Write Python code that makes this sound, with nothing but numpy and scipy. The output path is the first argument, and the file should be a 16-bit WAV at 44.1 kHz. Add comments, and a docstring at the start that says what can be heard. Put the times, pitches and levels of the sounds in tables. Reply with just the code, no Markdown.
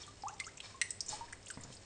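"""Drips in a plastic bin

Liquid drips and gurgles into a shallow pool at the bottom of a bin, close to the microphone.
Drops tick on the surface, trapped bubbles ring and bend in pitch, froth fizzes in short spells
and the bin is bumped softly. Its walls answer quickly; behind lie a cellar, faint mains hum and hiss."""
import sys
import numpy as np
from scipy import signal
from scipy.fft import rfft, irfft
from scipy.io import wavfile
from scipy.ndimage import uniform_filter1d

SR = 44100
rng = np.random.default_rng(int(sys.argv[2]) if len(sys.argv) > 2 else 0)


def put_to_file(sound):
    """Save the sound as 16-bit audio at rate SR, in the file named by the first command-line argument."""
    columns = np.atleast_2d(sound).T  # one column per channel
    safe = np.clip(columns, -1, 1)
    whole_steps = np.round(safe * 32767)
    wavfile.write(sys.argv[1], SR, whole_steps.astype(np.int16))


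N = 81585
T, HZ = np.arange(N) / SR, np.fft.rfftfreq(N, 1 / SR)

# Tone of the room hiss: f/Hz, relative level/dB
HISS_EQ = [(15, -51), (25, 18), (133, -2.5), (255, -9), (582, -9.5), (1010, -16), (1140, -17), (1430, -18),
           (1980, -16), (2670, -19), (5800, -23.5), (8230, -17.5), (9800, -36.5), (12700, -52),
           (21600, -120)]
# Partials of the hum: f/Hz, level/dB
HUM_TONES = [(99.15, -66), (401.4, -74), (276.7, -81)]
# Reverb time of the cellar: f/Hz, T60/s
CELLAR_DECAY = [(200, 0.3), (900, 0.4), (2100, 0.37), (4000, 0.42), (9000, 0.36)]
# Tone of the cellar reverb: f/Hz, relative level/dB
CELLAR_EQ = [(200, 3.5), (850, -0.5), (2000, -5), (3400, -5), (5000, -3.5), (9000, -2.5)]
# Microphone response: f/Hz, gain/dB
MIC_EQ = [(20, -3), (8000, 2.5), (8700, 1.5), (9300, -6.5), (10000, -12)]
# Resonances of the bin: f/Hz, relative level/dB, T60/s
BODY_MODES = [(77.4, -14.5, 0.026), (128, -5, 0.18), (205, 1.5, 0.049), (254.5, 0, 0.071), (463, -6, 0.053),
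              (632, -5, 0.04), (960, 2.5, 0.016), (1470, -14, 0.035)]
# Soft bumps against the bin: t/s, level/dB, tilt/(dB per octave), scuff cutoff/Hz
BIN_BUMPS = [(1.095, -48, -4.5, 800), (1.5737, -44.5, 0, 1500), (1.649, -44.5, -8.5, 1100),
             (1.703, -49, -2, 620)]
# Faint ring that lingers after the hardest drop: f/Hz, level/dB, T60/s
AFTER_RING = [(1840, -51, 0.22), (1975, -49, 0.45), (2250, -55.5, .3)]
# Tone of the froth: f/Hz, relative level/dB
FROTH_EQ = [(200, -17), (900, -0.5), (2000, -3), (3400, -2), (5500, 0), (7000, -4), (8400, -5.5),
            (10000, -13)]
# Spells of fizz: peak t/s, level/dB, rise/s, fall/s, tilt/(dB per octave)
FIZZ_SPELLS = [(0.011, -57.5, 0.037, 0.049, -1.5), (0.647, -55, 0.016, .035, -2),
               (.71, -59, .018, 0.03, -3), (1.121, -45, 0.02, 0.041, 5), (1.15, -51.5, 0.044, 0.12, -5),
               (1.63, -58, 0.025, 0.08, -5), (1.735, -58, 0.019, 0.03, 6.5)]
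# Path of one large bubble welling up: t/s, f/Hz, level/dB
GULP_PATH = [(0.236, 853.7, -37.5), (0.2393, 793, -37), (.249, 771, -41), (0.259, 827, -37.5),
             (0.267, 963, -42), (0.273, 1162, -36.5), (0.282, 1215, -49), (0.293, 1372, -48.5),
             (0.302, 1530, -55.5), (.309, 1660, -56)]
# Drops striking the surface: t/s, level/dB, centre f/Hz, half-width/octaves
DROP_HITS = [(.065, -47.5, 7850, 0.34), (.081, -47.5, 6440, 0.94), (.2825, -50, 7050, 0.39),
             (.338, -48, 5930, 0.3), (.3997, -32, 6100, 0.69), (.443, -45, 4750, 0.21),
             (.455, -47, 7200, 0.22), (.4662, -40, 6850, 0.28), (.5725, -41, 7000, 0.26),
             (.6025, -40.5, 5500, 1.6), (.758, -53.5, 7500, 0.11), (.8145, -21, 5730, 1.19),
             (.9045, -41, 5620, 0.13), (.907, -41, 7500, 1.1), (1.0055, -28, 6780, 0.39),
             (1.062, -40, 7000, 0.23), (1.3252, -40, 6940, 0.47), (1.4595, -43.5, 7340, 0.39),
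             (1.4836, -37, 7240, 0.56), (1.5018, -37, 4900, 1.4), (1.609, -45.5, 7970, 0.21),
             (1.635, -42.5, 5470, 0.42), (1.724, -44, 4900, 0.94), (1.751, -46, 8300, 0.22)]
# Bubbles ringing until they burst: t/s, f/Hz, level/dB, life/s, glide/octaves
BUBBLE_NOTES = [(.017, 5490, -47.5, 0.0097, 0.49), (.034, 3300, -44.5, 0.0051, -0.0025),
                (.078, 1163, -48.5, 0.032, 0.091), (.222, 5100, -48, 0.0054, -0.32),
                (.283, 6840, -36, 0.0019, -.05), (.285, 2600, -49, 0.0085, 0.16),
                (.296, 770, -44.5, 0.053, 0.246), (.396, 3260, -46, 0.0047, 0.7),
                (.4003, 2076, -32, 0.0088, .03), (.409, 2130, -40.5, 0.0086, .14),
                (.411, 1176, -52.5, 0.024, -0.23), (.438, 2620, -48.5, 0.0074, 0.42),
                (.4665, 1211, -45.5, 0.027, 0.83), (.579, 2640, -45.5, 0.0024, -0.33),
                (.603, 2810, -33, 0.0018, 0.13), (.606, 3720, -50, 0.0037, 0.29),
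                (.645, 2342, -51.5, 0.025, 0.0087), (.657, 3810, -44, 0.0028, .03),
                (.7435, 1050, -49, 0.033, 0.083), (.8147, 1974, -25.5, 0.0045, -0.0069),
                (.815, 8580, -28, 0.0024, -0.13), (.819, 2030, -30, 0.0065, -0.18),
                (.9065, 8140, -26.5, 0.0018, .03), (1.006, 4950, -28.5, 0.0017, -0.005),
                (1.084, 5680, -36.5, 0.0045, 0.38), (1.0915, 6880, -28, 0.0018, 0.25),
                (1.127, 844, -39, 0.027, -0.019), (1.209, 916, -39, 0.036, 0.053),
                (1.283, 1690, -51, .008, 0.51), (1.3265, 1473, -40.5, 0.0064, 0.37),
                (1.331, 1905, -39, .005, 0.14), (1.468, 2585, -47, 0.0069, 0.99),
                (1.502, 1563, -40.5, 0.013, -0.28), (1.509, 8100, -34, 0.0023, 0.16),
                (1.539, 4930, -51.5, 0.0087, 0.2), (1.578, 1890, -58, 0.0098, 0.26),
                (1.603, 1900, -49.5, 0.0029, -0.093), (1.636, 6680, -43.5, 0.0033, 0.24),
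                (1.768, 4860, -49, 0.0036, -0.23)]


def amp(db):
    """Decibels to gain."""
    return 10 ** (np.asarray(db) / 20)


def unit(x):
    """Scales to rms 1."""
    return x / np.sqrt(np.mean(x ** 2) + 1e-20)


def curve(points, hz):
    """Reads a table along a log-frequency axis."""
    f, value = np.transpose(points)
    return np.interp(np.log(hz + 1), np.log(f + 1), value)


def add(mix, s, sound):
    """Mixes a sound in at s seconds."""
    part = mix[max(round(s * SR), 0):][:len(sound)]
    part += sound[:len(part)]


def colour(x, db):
    """Applies an EQ curve and scales to rms 1."""
    return unit(irfft(rfft(x) * amp(db), N))


def octaves(hz):
    """Octaves above 1 kHz."""
    return np.log2((hz + 1) / 1000)


def ring(modes, t):
    """Struck resonances: a sum of dying sines."""
    return sum(amp(db - 60 * t / t60) * np.sin(2 * np.pi * hz * t) for hz, db, t60 in modes)


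def hiss():
    """A steady bed of room noise, very slightly patchy above the bass, rolled off below 90 Hz."""
    hz, _, bands = signal.stft(rng.standard_normal(N), SR, nperseg=512)
    patches = uniform_filter1d(rng.standard_normal(bands.shape), size=7, axis=0)
    patches = unit(uniform_filter1d(patches, size=8, axis=1))
    patch_db = 0.1 * patches * np.minimum(hz / 2000, 1)[:, None]
    noise = signal.istft(bands * amp(patch_db), SR, nperseg=512)[1][:N]
    low_cut_db = -10 * np.log10(1 + (90 / (HZ + 1)) ** 4)
    return amp(-59.5) * colour(noise, curve(HISS_EQ, HZ) + low_cut_db)


def hum():
    """Faint mains hum; each partial wavers in level at rates below 8 Hz."""
    out = np.zeros(N)
    for hz, db in HUM_TONES:
        waver = unit(irfft(rfft(rng.standard_normal(N)) * (HZ < 8), N))
        tone = np.sqrt(2) * np.sin(2 * np.pi * (hz * T + rng.random()))
        out += amp(db) * (1 + 0.21 * waver) * tone
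    return out


def cellar(sound):
    """Adds the cellar's reverb: dense echoes, each band dying at its own rate."""
    hz, t, bands = signal.stft(rng.choice([-1., 1.], SR // 2), SR, nperseg=128)
    db = curve(CELLAR_EQ, hz)[:, None] - 60 * t / curve(CELLAR_DECAY, hz)[:, None]
    tail = signal.istft(bands * amp(db), SR, nperseg=128)[1]
    tail[:SR // 500] = 0  # 2 ms pre-delay
    response = amp(-11.5) * tail / np.linalg.norm(tail)
    response[0] += 1  # direct sound
    return signal.fftconvolve(sound, response)[:N]


def walls(sound, t60=0.038, delay_s=0.001):
    """Adds a quick scatter of treble off the bin walls, different for every spot in the pool."""
    t = T[:SR // 12]
    scatter = rng.choice([-1., 1.], len(t)) * amp(-60 * t / t60) * (t > delay_s)
    low_cut = signal.butter(2, 2000, "high", fs=SR)
    response = amp(-0.5) * signal.lfilter(*low_cut, scatter / np.linalg.norm(scatter))
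    response[0] += 1
    return signal.fftconvolve(sound, response)


def bump(db, tilt_db, scuff_hz, scuff_s=0.0097):
    """A dull knock rings the body of the bin, with a brief scuff on top."""
    t = T[:SR // 3]
    pivot_hz = BODY_MODES[1][0]
    modes = [(hz, level + tilt_db * octaves(hz / pivot_hz * 1000), t60) for hz, level, t60 in BODY_MODES]
    high_cut_db = -10 * np.log10(1 + (HZ / scuff_hz) ** 6)
    scuff = colour(rng.standard_normal(N), high_cut_db)[:len(t)]
    return amp(db) * (ring(modes, t) + amp(-7) * scuff * np.exp(-t / scuff_s))


def pops(per_s, spread_db):
    """Tiny bubbles bursting: random clicks of uneven size."""
    size = amp(spread_db * np.minimum(rng.exponential(1, N), 4))
    return rng.standard_normal(N) * size * (rng.random(N) < per_s / SR)


def froth():
    """Froth bursts in dense swells of fizz over a thin, constant prickle."""
    tone_db = curve(FROTH_EQ, HZ)
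    out = amp(-70) * colour(pops(per_s=440, spread_db=1), tone_db)
    for s, db, rise, fall, tilt_db in FIZZ_SPELLS:
        swell = np.exp(-.5 * (np.minimum(T - s, 0) / rise) ** 2 - np.maximum(T - s, 0) / fall)
        fizz = colour(pops(per_s=6300, spread_db=2), tone_db + tilt_db * octaves(HZ))
        out += amp(db) * swell * fizz
    return out


def gulp():
    """One large bubble wells up; its note climbs as it nears the surface."""
    s, hz, db = np.transpose(GULP_PATH)
    envelope = amp(np.interp(T, s, db, left=-200, right=-200))
    return envelope * np.sin(2 * np.pi * np.cumsum(np.interp(T, s, hz)) / SR)


def bubble(hz, db, life, glide_octaves, fade_db=-11.5, wobble_per_khz=0.0071):
    """Trapped air rings, glides ever faster as it nears the surface and cuts off as it bursts."""
    t = T[:round(3 * life * SR) + 50]
    age, cycles = t / life, t * hz
    jitter = uniform_filter1d(rng.standard_normal(SR // 2), size=32)[:len(t)] * np.sqrt(32)
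    wobble = wobble_per_khz * hz / 1000 * jitter
    settle = 0.098 * np.exp(-cycles / 1.23)  # a new bubble starts sharp
    glide = 2 ** (glide_octaves * np.minimum(age, 1.2) ** 1.63)
    pitch = hz * glide * (1 + settle + wobble)
    attack = 1 - np.exp(-(cycles / 0.47) ** 2)
    cutoff = 1 / (1 + age ** 21)
    return amp(db + fade_db * age) * attack * cutoff * np.sin(2 * np.pi * np.cumsum(pitch) / SR)


def drop(db, centre_hz, half_width, hard_decay_s=0.00081, hard_db=1.5):
    """A drop hits the pool: a short splat of band noise, longer and softer for gentle drops."""
    t = T[:2048]
    decay_s = hard_decay_s * amp(0.29 * (hard_db - db))
    envelope = np.exp(-t / decay_s) * (1 - np.exp(-t / (0.069 * decay_s)))
    noise = irfft(np.exp(2j * np.pi * rng.random(1025)))  # flat spectrum, random phase
    edges_hz = centre_hz * 2. ** (np.array([-1, 1]) * (half_width + .01))
    band = signal.butter(5, np.clip(edges_hz, 100, SR / 2 - 500), "band", fs=SR, output="sos")
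    splat = signal.sosfilt(band, noise * envelope)
    return amp(db) * splat * np.sqrt(hard_decay_s * SR / 2) / np.linalg.norm(splat)


def scene():
    """The sounds of the bin, through cellar reverb and microphone EQ, over hiss and hum."""
    pool = np.zeros(N)
    add(pool, 0, walls(gulp()) + walls(froth()))
    for events, source in (DROP_HITS, drop), (BUBBLE_NOTES, bubble), (BIN_BUMPS, bump):
        for s, *settings in events:
            add(pool, s, walls(source(*settings)))
    add(pool, 0.815, ring(AFTER_RING, T))  # on the hardest drop
    heard = irfft(rfft(cellar(pool)) * amp(curve(MIC_EQ, HZ)), N)
    return (heard + hiss() + hum())[None]


def record(dry):
    """A steep high cut at 9850 Hz takes off the air."""
    high_cut = signal.firwin(255, 9850, window=("kaiser", 7), fs=SR)
    return signal.oaconvolve(dry, high_cut[None], "same")


dry = scene()
out = record(dry)
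put_to_file(out)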